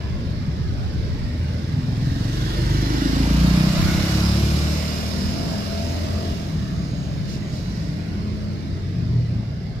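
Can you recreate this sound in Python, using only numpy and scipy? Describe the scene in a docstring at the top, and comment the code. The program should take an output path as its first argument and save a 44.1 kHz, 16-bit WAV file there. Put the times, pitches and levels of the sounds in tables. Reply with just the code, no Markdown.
"""Motorbike passing along a stone street

A single-cylinder motorbike accelerates, passes close by from right to left and dips its engine note
twice as it leaves. Rings from pulses make its exhaust, shaped noise its tyres and chain, and fading
noise tails the answer of the walls. Town engines rumble in filtered noise and pulses; a wavering
tone is a faint brake squeal, filtered clicks are dull thuds, and bursts of noise make a few short
swishes and low swells of rumble."""
import sys
import numpy as np
from scipy import signal
from scipy.fft import rfft, irfft, next_fast_len
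from scipy.io import wavfile
from scipy.ndimage import uniform_filter1d, map_coordinates

SR = 44100
rng = np.random.default_rng(int(sys.argv[2]) if len(sys.argv) > 2 else 0)


def transcribe(signal):
    """Save signal, clipped to [-1, 1], as a 16-bit WAV file at the path in sys.argv[1]."""
    frames = np.atleast_2d(signal).T
    limited = np.clip(frames, -1, 1)
    pcm = np.round(limited * 32767).astype(np.int16)
    wavfile.write(sys.argv[1], SR, pcm)


N = 432168

PASS_S, BIKE_M_PER_S, CLOSEST_M = 3.934, 5.57, 4.18  # when, how fast and how near the bike goes by
EAR_LAG_MS = 0.517  # between the ears, for a sound from far along the street


def amp(db):
    """Decibels turned into a plain gain."""
    return 10 ** (np.asarray(db) / 20)


def unit(x):
    """x scaled to an rms (average strength) of 1."""
    return x / np.sqrt(np.mean(x ** 2) + 1e-20)


def steady(x):
    """x with its strength over each quarter second held near 1."""
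    power = np.mean(np.atleast_2d(x) ** 2, axis=0)
    return x / np.sqrt(np.abs(uniform_filter1d(power, SR // 4)) + 1e-20)


def along(points, hz):
    """Values read between (Hz, value) points, on a log frequency axis."""
    point_hz, values = np.transpose(points)
    return np.interp(np.log(hz + 1), np.log(point_hz), values)


def curves(rows):
    """One value per sample for each column after the time."""
    s, *columns = np.transpose(rows)
    return [np.interp(np.arange(N) / SR, s, column) for column in columns]


def wobble(rate):
    """A smooth random curve through rate random points a second."""
    points = rng.standard_normal(int(N * rate / SR) + 4)
    return map_coordinates(points, [np.arange(N) * rate / SR])


def bump(s, half_s):
    """A soft rise and fall around time s."""
    return np.exp(-((np.arange(N) / SR - s) / half_s) ** 2)


def swells(rows):
    """A level curve of soft bumps."""
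    return sum(amp(db) * bump(s, half_s) for s, half_s, db in rows)


def filtered(x, response):
    """x with each frequency scaled and shifted by a complex response."""
    size = next_fast_len(N + SR // 2)
    spectrum = rfft(x, size) * response(np.fft.rfftfreq(size, 1 / SR))
    return irfft(spectrum, size)[..., :N]


def resonance(hz, centre_hz, width_hz, count=2):
    """Like chambers in a row: one starts sharply, two swell."""
    damping = 1j * hz * width_hz
    return (damping / (centre_hz ** 2 - hz ** 2 + damping)) ** count


def swept(x, centre_hz, width_hz, count=2):
    """A moving resonance as a cross-fade of 12 fixed ones."""
    centres = np.geomspace(centre_hz.min(), centre_hz.max(), 12)
    place = np.interp(centre_hz, centres, np.arange(len(centres)))
    total = 0
    for k, centre in enumerate(centres):
        share = np.maximum(1 - abs(place - k), 0)
        total = total + share * filtered(x, lambda hz: resonance(hz, centre, width_hz, count))
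    return total


def muffled(x, edge_hz):
    """A steep treble cut takes off the sharp front of each pulse, as a silencer's packing does."""
    return signal.sosfilt(signal.butter(6, edge_hz, fs=SR, output="sos"), x)


def lagged(x, lag_ms):
    """x in both ears, later in the left one when the lag is positive."""
    left = map_coordinates(x, [np.arange(N) - lag_ms * SR / 1000])
    return np.array([left, x])


def rush(spectrum, direct, lag_ms, patchy_db, apart_hz=700):
    """Patchy stereo noise: a direct share of power, the rest diffuse and alike only below apart_hz."""
    grains = signal.stft(rng.standard_normal((3, N)), nperseg=1024)[2]
    patches = rng.standard_normal(grains.shape[1:])
    patches = uniform_filter1d(uniform_filter1d(patches, 4, 0), 14, 1)  # smooth over pitch, then time
    noise = signal.istft(grains * amp(patchy_db * unit(patches)), nperseg=1024)[1][:, :N]

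    def split(hz):
        return np.sqrt(.5 + np.outer([.5, -.5], np.exp(-(hz / apart_hz) ** 2)))
    mid, side = filtered(noise[:2], split)
    diffuse = np.array([mid + side, mid - side])
    pair = np.sqrt(direct) * lagged(noise[2], lag_ms) + np.sqrt(1 - direct) * diffuse
    return unit(filtered(pair, lambda hz: amp(along(spectrum, hz))))


def street(x, lag_ms, apart_hz, wet, count=11):
    """Walls return a fading echo, alike in both ears below apart_hz; wet is its share of the power."""
    # Each row: frequency in Hz, time to fade by 60 dB in seconds.
    fade_times = [(80, 1), (400, 0.58), (3000, 0.94)]
    hz, t, grains = signal.stft(rng.standard_normal((count, 2, SR // 3)), SR, nperseg=256)
    fade_db = -60 * t / along(fade_times, hz)[:, None]
    tails = signal.istft(grains * amp(fade_db), SR, nperseg=256)[1]
    # every stretch of road has its own echo pattern
    hop = N // (count - 1) + 1
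    padded, answer = np.pad(x, (hop, 2 * hop)), np.zeros((2, 2 * N))
    for k, tail in enumerate(tails):
        stretch = padded[k * hop:][:2 * hop] * signal.windows.cosine(2 * hop)
        echo = signal.fftconvolve(stretch[None], tail, axes=1)
        answer[:, k * hop:][:, :echo.shape[1]] += echo
    mid, side = answer[:, hop:][:, :N]
    side = filtered(side, lambda f: f / np.hypot(f, apart_hz))
    walls = steady(np.array([mid + side, mid - side]))
    return steady(np.sqrt(1 - wet) * lagged(steady(x), lag_ms) + np.sqrt(wet) * walls)


def ride():
    """The bike's distance (m) and its bearing, from -1 (coming) to 1 (going)."""
    along_m = BIKE_M_PER_S * (np.arange(N) / SR - PASS_S)
    distance_m = np.hypot(along_m, CLOSEST_M)
    return distance_m, along_m / distance_m


def passing(db, doubling_db, shut_db, rear_db):
    """Gain of a bike part: db alongside at full throttle, less doubling_db per doubling of distance,
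    less shut_db with the throttle shut, plus rear_db from behind."""
    # The rider opens up, shuts off to shift, rides on gently and shuts off again.
    # Each row: time in seconds, throttle from 0 to 1.
    throttle_points = [(0, 0.31), (1.85, 0.2), (2.35, 0.97), (6.3, 0.98), (6.55, 0.47), (7, 0.2),
                       (7.8, 0.46), (8.9, 0.2), (9.6, 0.06)]
    distance_m, bearing = ride()
    throttle, = curves(throttle_points)
    far_db = doubling_db * np.log2(distance_m / CLOSEST_M)
    return amp(db - far_db - shut_db * (1 - throttle) + rear_db * bearing)


def firings(turns, scatter_db, jitter_s):
    """One pressure pulse per firing, each a little different in size and timing."""
    at = np.flatnonzero(np.diff(np.floor(turns)))
    chance = rng.standard_normal((len(at), 2))
    at = np.clip(at + jitter_s * SR * chance[:, 0], 0, N - 1).astype(int)
    return np.bincount(at, amp(scatter_db * chance[:, 1]), N)


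def exhaust(turns):
    """Each firing swells and rings in the silencer's chambers and the tail pipe, above clean low orders."""
    # The exhaust changes colour as the pipe swings past.
    # Each row: time in seconds, thump pitch in Hz, bark pitch in Hz.
    pipe = [(0, 88, 212), (1.3, 96, 244), (2.05, 110.4, 253), (2.55, 113, 335), (2.85, 122, 297),
            (3.1, 139, 280), (3.35, 176, 280), (3.7, 168.4, 314), (4.6, 171.4, 341), (5.1, 187, 250),
            (6.1, 203, 243), (6.9, 131, 277), (7.8, 148, 304), (8.45, 172, 321), (9.1, 131, 220)]
    # Share of the sound coming by way of the walls, least when the pipe is in plain view.
    # Each row: time in seconds, share from 0 to 1.
    indirect = [(0, .45), (2.3, .38), (3, .27), (3.35, .07), (4.6, .1), (5.3, .35), (6.5, .6), (9, .85)]
    # Single multiples of the firing rate ring out as pipe and walls reinforce them.
    # Each row: time in seconds, half length in seconds, multiple of the firing rate, level in dB.
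    hum_rows = [(1.297, 0.18, 12, -34.5), (1.49, 0.22, 4, -27.5), (2, 0.16, 5, -26), (2.4, 0.19, 4, -29),
                (2.92, 0.14, 11, -37), (3.093, 0.33, 3, -37), (3.047, 0.16, 4, -36),
                (4.297, 0.31, 3, -27.5), (4.244, 0.18, 6, -33), (5.2, 0.37, 6, -38), (5.394, 0.1, 17, -41),
                (5.42, 0.098, 16, -51), (5.8, 0.12, 16, -39), (5.55, .3, 13, -59), (5.948, .35, 14, -44.5),
                (7.22, 0.16, 4, -31.5), (8.15, 0.3, 7, -42.5), (8.373, 0.26, 5, -32), (8.798, 0.13, 4, -29)]
    # The exhaust's registers swell or dip briefly along the way.
    # Each row: time and half length in seconds, then boom, thump, bark and rasp changes in dB.
    surges = [(0.35, 0.47, 5, 1, -5, 2), (2.054, 0.26, 4, 6, 4.5, 14), (2.74, 0.15, 5.5, 6.5, 1, -14),
              (3.074, 0.29, -1, -3, 10, 10), (3.521, 0.31, 7.5, 6, -0.5, 7),
              (3.83, 0.26, -29, -1.5, -3, -16), (4.35, 0.15, -3, -1.5, -3, 1),
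              (4.97, 0.34, -5.5, -4.5, -8, -7.5), (5.487, 0.12, -41, 1.5, 6.5, 1.5),
              (5.944, 0.19, 2, -5, 8.5, 0), (6.8, 0.17, 4, 0.5, -1.5, 4.5),
              (8.102, 0.45, -4, -1.5, -5, -1.5), (9.145, 0.17, -10, 12, 7, 2)]
    pulses = firings(turns, scatter_db=.75, jitter_s=.00007)
    thump_hz, bark_hz = curves(pipe)
    _, bearing = ride()
    lag_ms = -EAR_LAG_MS * bearing
    wet, = curves(indirect)

    thump = muffled(swept(pulses, thump_hz, width_hz=58), edge_hz=251)
    thump = street(thump, 0.96 * lag_ms, apart_hz=710, wet=wet)
    bark = muffled(swept(pulses, bark_hz, width_hz=56), edge_hz=359)
    bark = street(bark, 0.58 * lag_ms, apart_hz=714, wet=wet)

    def rasp_ring(hz):
        main = resonance(hz, centre_hz=651.4, width_hz=66)
        return main + amp(-9.5) * resonance(hz, centre_hz=542, width_hz=200)
    rasp = filtered(pulses, rasp_ring) * amp(1.2 * wobble(45))
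    rasp = street(rasp, lag_ms, apart_hz=700, wet=.4)

    def order(k):
        return -np.sqrt(2) * np.sin(2 * np.pi * k * turns)
    # the first three multiples of the firing rate, in dB against the second
    boom = sum(amp(db) * order(k) for k, db in enumerate([-21, 0, -19], 1))
    hums = sum(amp(db) * bump(s, half_s) * order(round(k)) for s, half_s, k, db in hum_rows)

    boom_db, thump_db, bark_db, rasp_db = sum(np.outer(dbs, bump(s, half_s)) for s, half_s, *dbs in surges)
    boom = boom * amp(boom_db) * passing(db=-18.5, doubling_db=8.5, shut_db=12.5, rear_db=2.5)
    thump = thump * amp(thump_db) * passing(db=-21.5, doubling_db=5.0, shut_db=-3.5, rear_db=0.0)
    bark = bark * amp(bark_db) * passing(db=-29.5, doubling_db=6.0, shut_db=-1.0, rear_db=-0.5)
    rasp = rasp * amp(rasp_db) * passing(db=-47.5, doubling_db=-0.5, shut_db=19.5, rear_db=10)
    return lagged(hums, 0.16 * lag_ms) + boom + thump + bark + rasp


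def running_gear(turns):
    """Tyres and engine case roar; chain and valve gear hiss, pulsing slightly with the engine."""
    # Noise colours: tyres and case coming, the same once past, and the chain.
    # Each row: frequency in Hz, relative level in dB.
    ahead = [(300, -8), (480, 3), (640, -10.5), (900, 2.5), (1150, -3.5), (1500, 2), (1900, 1), (2500, -9),
             (3200, -3.5), (5000, -4.5), (9000, -43)]
    behind = [(300, -44), (470, -4), (620, 11), (800, 3), (1000, 5), (1450, 6), (1800, 2), (2400, 4.5),
              (3200, -6), (5000, 0.5), (9000, -63)]
    chain = [(1500, -51), (2500, -14), (2850, 2), (3150, -5), (3750, 1), (4600, -1), (5250, 2), (5900, -4),
             (6900, -6), (8000, -11.5), (9800, -14.5), (12200, -11.5), (13200, -16), (15400, -20)]
    # A narrow whir as the bike comes alongside, and a sizzle near 5 kHz that flares up, then lingers.
    # Each row: time in seconds, half length in seconds, level in dB.
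    whir_rows = [(3.92, 0.083, -39)]
    sizzle_rows = [(4.28, 0.079, -34.5), (5.2, 0.78, -40)]
    even_db = 1.7  # depth of the patches in the noise
    _, bearing = ride()
    lag_ms = -EAR_LAG_MS * bearing
    beat = np.cos(2 * np.pi * turns)

    passed = np.interp(np.arange(N) / SR, [2.9, 3.8], [0, np.pi / 2])  # cross-fade angle
    tyres = np.cos(passed) * rush(ahead, 0.64, lag_ms, patchy_db=3)
    tyres = tyres + np.sin(passed) * rush(behind, 0.19, lag_ms, patchy_db=even_db)
    tyre_gain = passing(db=-30.5, doubling_db=7.0, shut_db=10.0, rear_db=-2.5)

    hiss = rush(chain, 0.17, lag_ms, patchy_db=even_db)
    hiss_gain = passing(db=-31.5, doubling_db=6.0, shut_db=7.5, rear_db=1.0)
    # the highest fizz fades more than the rest whenever the hiss is weaker
    fizz = filtered(hiss, lambda hz: 1 - 1 / (1 + (hz / 9500) ** 8))
    near = 1.03 * (hiss_gain / hiss_gain.max()) ** 0.2
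    hiss = hiss - (1 - near) * fizz

    whir_colour = [(1250, -42), (1420, -5), (1465, 12), (1510, -15), (1700, -40), (3000, -77)]
    whir = rush(whir_colour, 0.28, lag_ms, patchy_db=even_db)
    sizzle_colour = [(4100, -35), (4750, -2), (5200, 6), (5450, -7), (6000, -36), (8000, -78)]
    sizzle = rush(sizzle_colour, 0.26, lag_ms, patchy_db=1.0)
    return (tyre_gain * amp(.5 * beat) * tyres + hiss_gain * amp(1.03 * beat) * hiss
            + swells(sizzle_rows) * sizzle + swells(whir_rows) * whir)


def rumble_and_wash():
    """Far engines merge into a lumpy rumble, one standing out a little; a broad wash of tyre noise,
    much of it the passing bike's, swells and fades."""
    # Colours of the rumble and the wash. Each row: frequency in Hz, relative level in dB.
    rumble_colour = [(20, -42), (35, -15), (50, -6), (75, -3), (120, -4), (185, -5.5), (280, -16),
                     (450, -22.5), (900, -73)]
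    wash_colour = [(180, -7.5), (300, -5.5), (480, -10), (610, -7.5), (760, -15), (1200, -17.5),
                   (2050, -17.5), (2600, -20.5), (3200, -23.5), (5100, -19.5), (6600, -40), (8800, -51),
                   (12300, -57), (15400, -64)]
    # How loud the wash is. Each row: time in seconds, level in dB.
    wash_level = [(0, -38), (2, -37.5), (3.8, -33.5), (6.1, -34.5), (6.8, -38.5), (8.4, -39), (9.8, -42.5)]
    # A second engine further up the street. Each row: time in seconds, firings a second, level in dB.
    far_engine = [(0, 28, -34), (6.2, 30, -43), (7.1, 38, -37), (7.6, 30.7, -36.5), (8.3, 30.3, -29),
                  (8.9, 32, -29.5), (9.8, 24.3, -32.5)]
    _, bearing = ride()  # the wash drifts along the street with the bike
    rumble_db = -28.5 + .6 * wobble(6)
    rumble = amp(rumble_db) * rush(rumble_colour, 0.93, 0.085, patchy_db=2.0, apart_hz=40)
    wash = amp(curves(wash_level)[0]) * rush(wash_colour, 0.27, -EAR_LAG_MS * bearing, patchy_db=2.5)

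    rate, drone_db = curves(far_engine)
    turns = np.cumsum(rate * (1 + 0.00386 * wobble(3))) / SR
    pulses = firings(turns, scatter_db=3.0, jitter_s=.0001)
    drone = filtered(pulses, lambda hz: resonance(hz, centre_hz=100.3, width_hz=42.0))
    drone = street(drone, lag_ms=0, apart_hz=402, wet=0.48)
    return rumble + wash + amp(drone_db) * drone


def low_swells():
    """Short low swells of rumble, made of noise that differs in each ear, one as the bike passes."""
    # Each row: time in seconds, half length in seconds, level in dB.
    swell_rows = [(.15, 0.18, -29), (.66, 0.19, -25.5), (1.05, 0.19, -24), (3.85, 0.16, -22),
                  (5.27, 0.072, -29), (7.2, 0.16, -31)]
    # Colour of the rumble. Each row: frequency in Hz, relative level in dB.
    colour = [(15, -25), (30, -10), (50, -5), (85, 4), (150, -18), (300, -53), (600, -76)]
    lumps = amp(1.5 * np.array([wobble(6), wobble(29)]))  # left lumps are slow, right ones fast
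    return swells(swell_rows) * unit(lumps * rush(colour, 0, 0, patchy_db=1.0, apart_hz=1))


def thuds():
    """Dull low thuds, four near the start and four around 7 s, each a click ringing in a resonance."""
    # Each row: time in seconds, peak level in dB.
    thud_rows = [(0.163, -19), (0.488, -18), (.66, -22), (.818, -20), (6.802, -23), (6.933, -12),
                 (7.234, -17), (7.359, -13)]
    blows = np.zeros(N)
    for s, db in thud_rows:
        blows[round(s * SR)] = amp(db)

    def ring(x):
        thud = filtered(x, lambda hz: -resonance(hz, centre_hz=135, width_hz=70, count=1))
        return muffled(thud, edge_hz=260)
    return ring(blows) / abs(ring(signal.unit_impulse(N))).max()


def brake():
    """A brake disc sings on one thin note that stutters as the pad grips and slips."""
    # Touches of the brake. Each row: time in seconds, half length in seconds, level in dB.
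    squeals = [(4.6, 0.072, -49), (5.9, .06, -49), (6.36, .025, -59), (6.6, 0.2, -59), (6.97, 0.2, -54),
               (7.47, .06, -58), (7.65, 0.35, -61.5)]
    pitch_hz = 6629 + 18 * wobble(90)
    phase = 2 * np.pi * np.cumsum(pitch_hz) / SR
    flutter = unit(amp(3 * np.array([wobble(80), wobble(80)])))
    tone = np.sqrt(2) * np.array([np.sin(phase), np.sin(phase + 1)])  # out of step between the ears
    return swells(squeals) * flutter * tone


def swishes():
    """Short soft bursts of hiss, made of shaped noise."""
    # Each row: time in seconds, half length in seconds, level in dB.
    bursts = [(7.324, 0.058, -40.5), (7.559, 0.055, -45.5), (7.77, 0.23, -48)]
    # Colour of the hiss. Each row: frequency in Hz, relative level in dB.
    colour = [(600, -1), (1500, -11), (5000, 7), (7000, -4), (9500, -15), (12300, -13), (15000, -26)]
    return swells(bursts) * rush(colour, 0.42, -0.4, patchy_db=-2.5)


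def scene():
    """The engine's turning drives the bike's sounds; the street's other sounds join in."""
    # The engine's pace. Each row: time in seconds, firings a second.
    speed = [(0, 18.4), (.55, 18.9), (1.25, 20.2), (1.8, 20.8), (2.1, 21.5), (2.35, 23.8), (2.7, 24.9),
             (3, 26.3), (3.2, 28.15), (3.5, 30.6), (4.2, 34.95), (4.6, 37.3), (5, 39.2), (5.5, 40.8),
             (5.8, 41.6), (6.25, 42.4), (6.5, 39.8), (6.9, 32), (7.12, 40), (7.95, 41.8), (8.5, 42),
             (8.9, 42.5), (9.25, 38.7), (9.45, 34), (9.8, 31)]
    rate = curves(speed)[0] * (1 + 0.001 * wobble(8))
    turns = .19 + np.cumsum(rate) / SR  # it starts .19 of the way through a cycle
    bike = exhaust(turns) + running_gear(turns)
    return bike + rumble_and_wash() + low_swells() + thuds() + brake() + swishes()


def record(dry):
    """Each microphone port has its own colour; nothing passes above the band limit."""
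    # How the two ports differ. Each row: frequency in Hz, left minus right level in dB.
    port_difference = [(250, 0), (500, 3.5), (800, 0), (1500, 2), (2100, -2.5), (2800, -2), (3900, -12),
                       (5000, -13.5), (6400, -1.5), (7800, 4.5), (9800, 3.5), (12200, 3), (15000, 8)]
    top_hz = 15500

    def ports(hz):
        ratio = amp(along(port_difference, hz))
        pair = np.array([ratio, np.ones_like(ratio)])
        return pair * np.sqrt(2 / (1 + ratio ** 2)) * (hz < top_hz)  # total power stays the same
    return filtered(dry * signal.windows.tukey(N, .001), ports)  # brief fades at both ends


dry = scene()
out = record(dry)
transcribe(out)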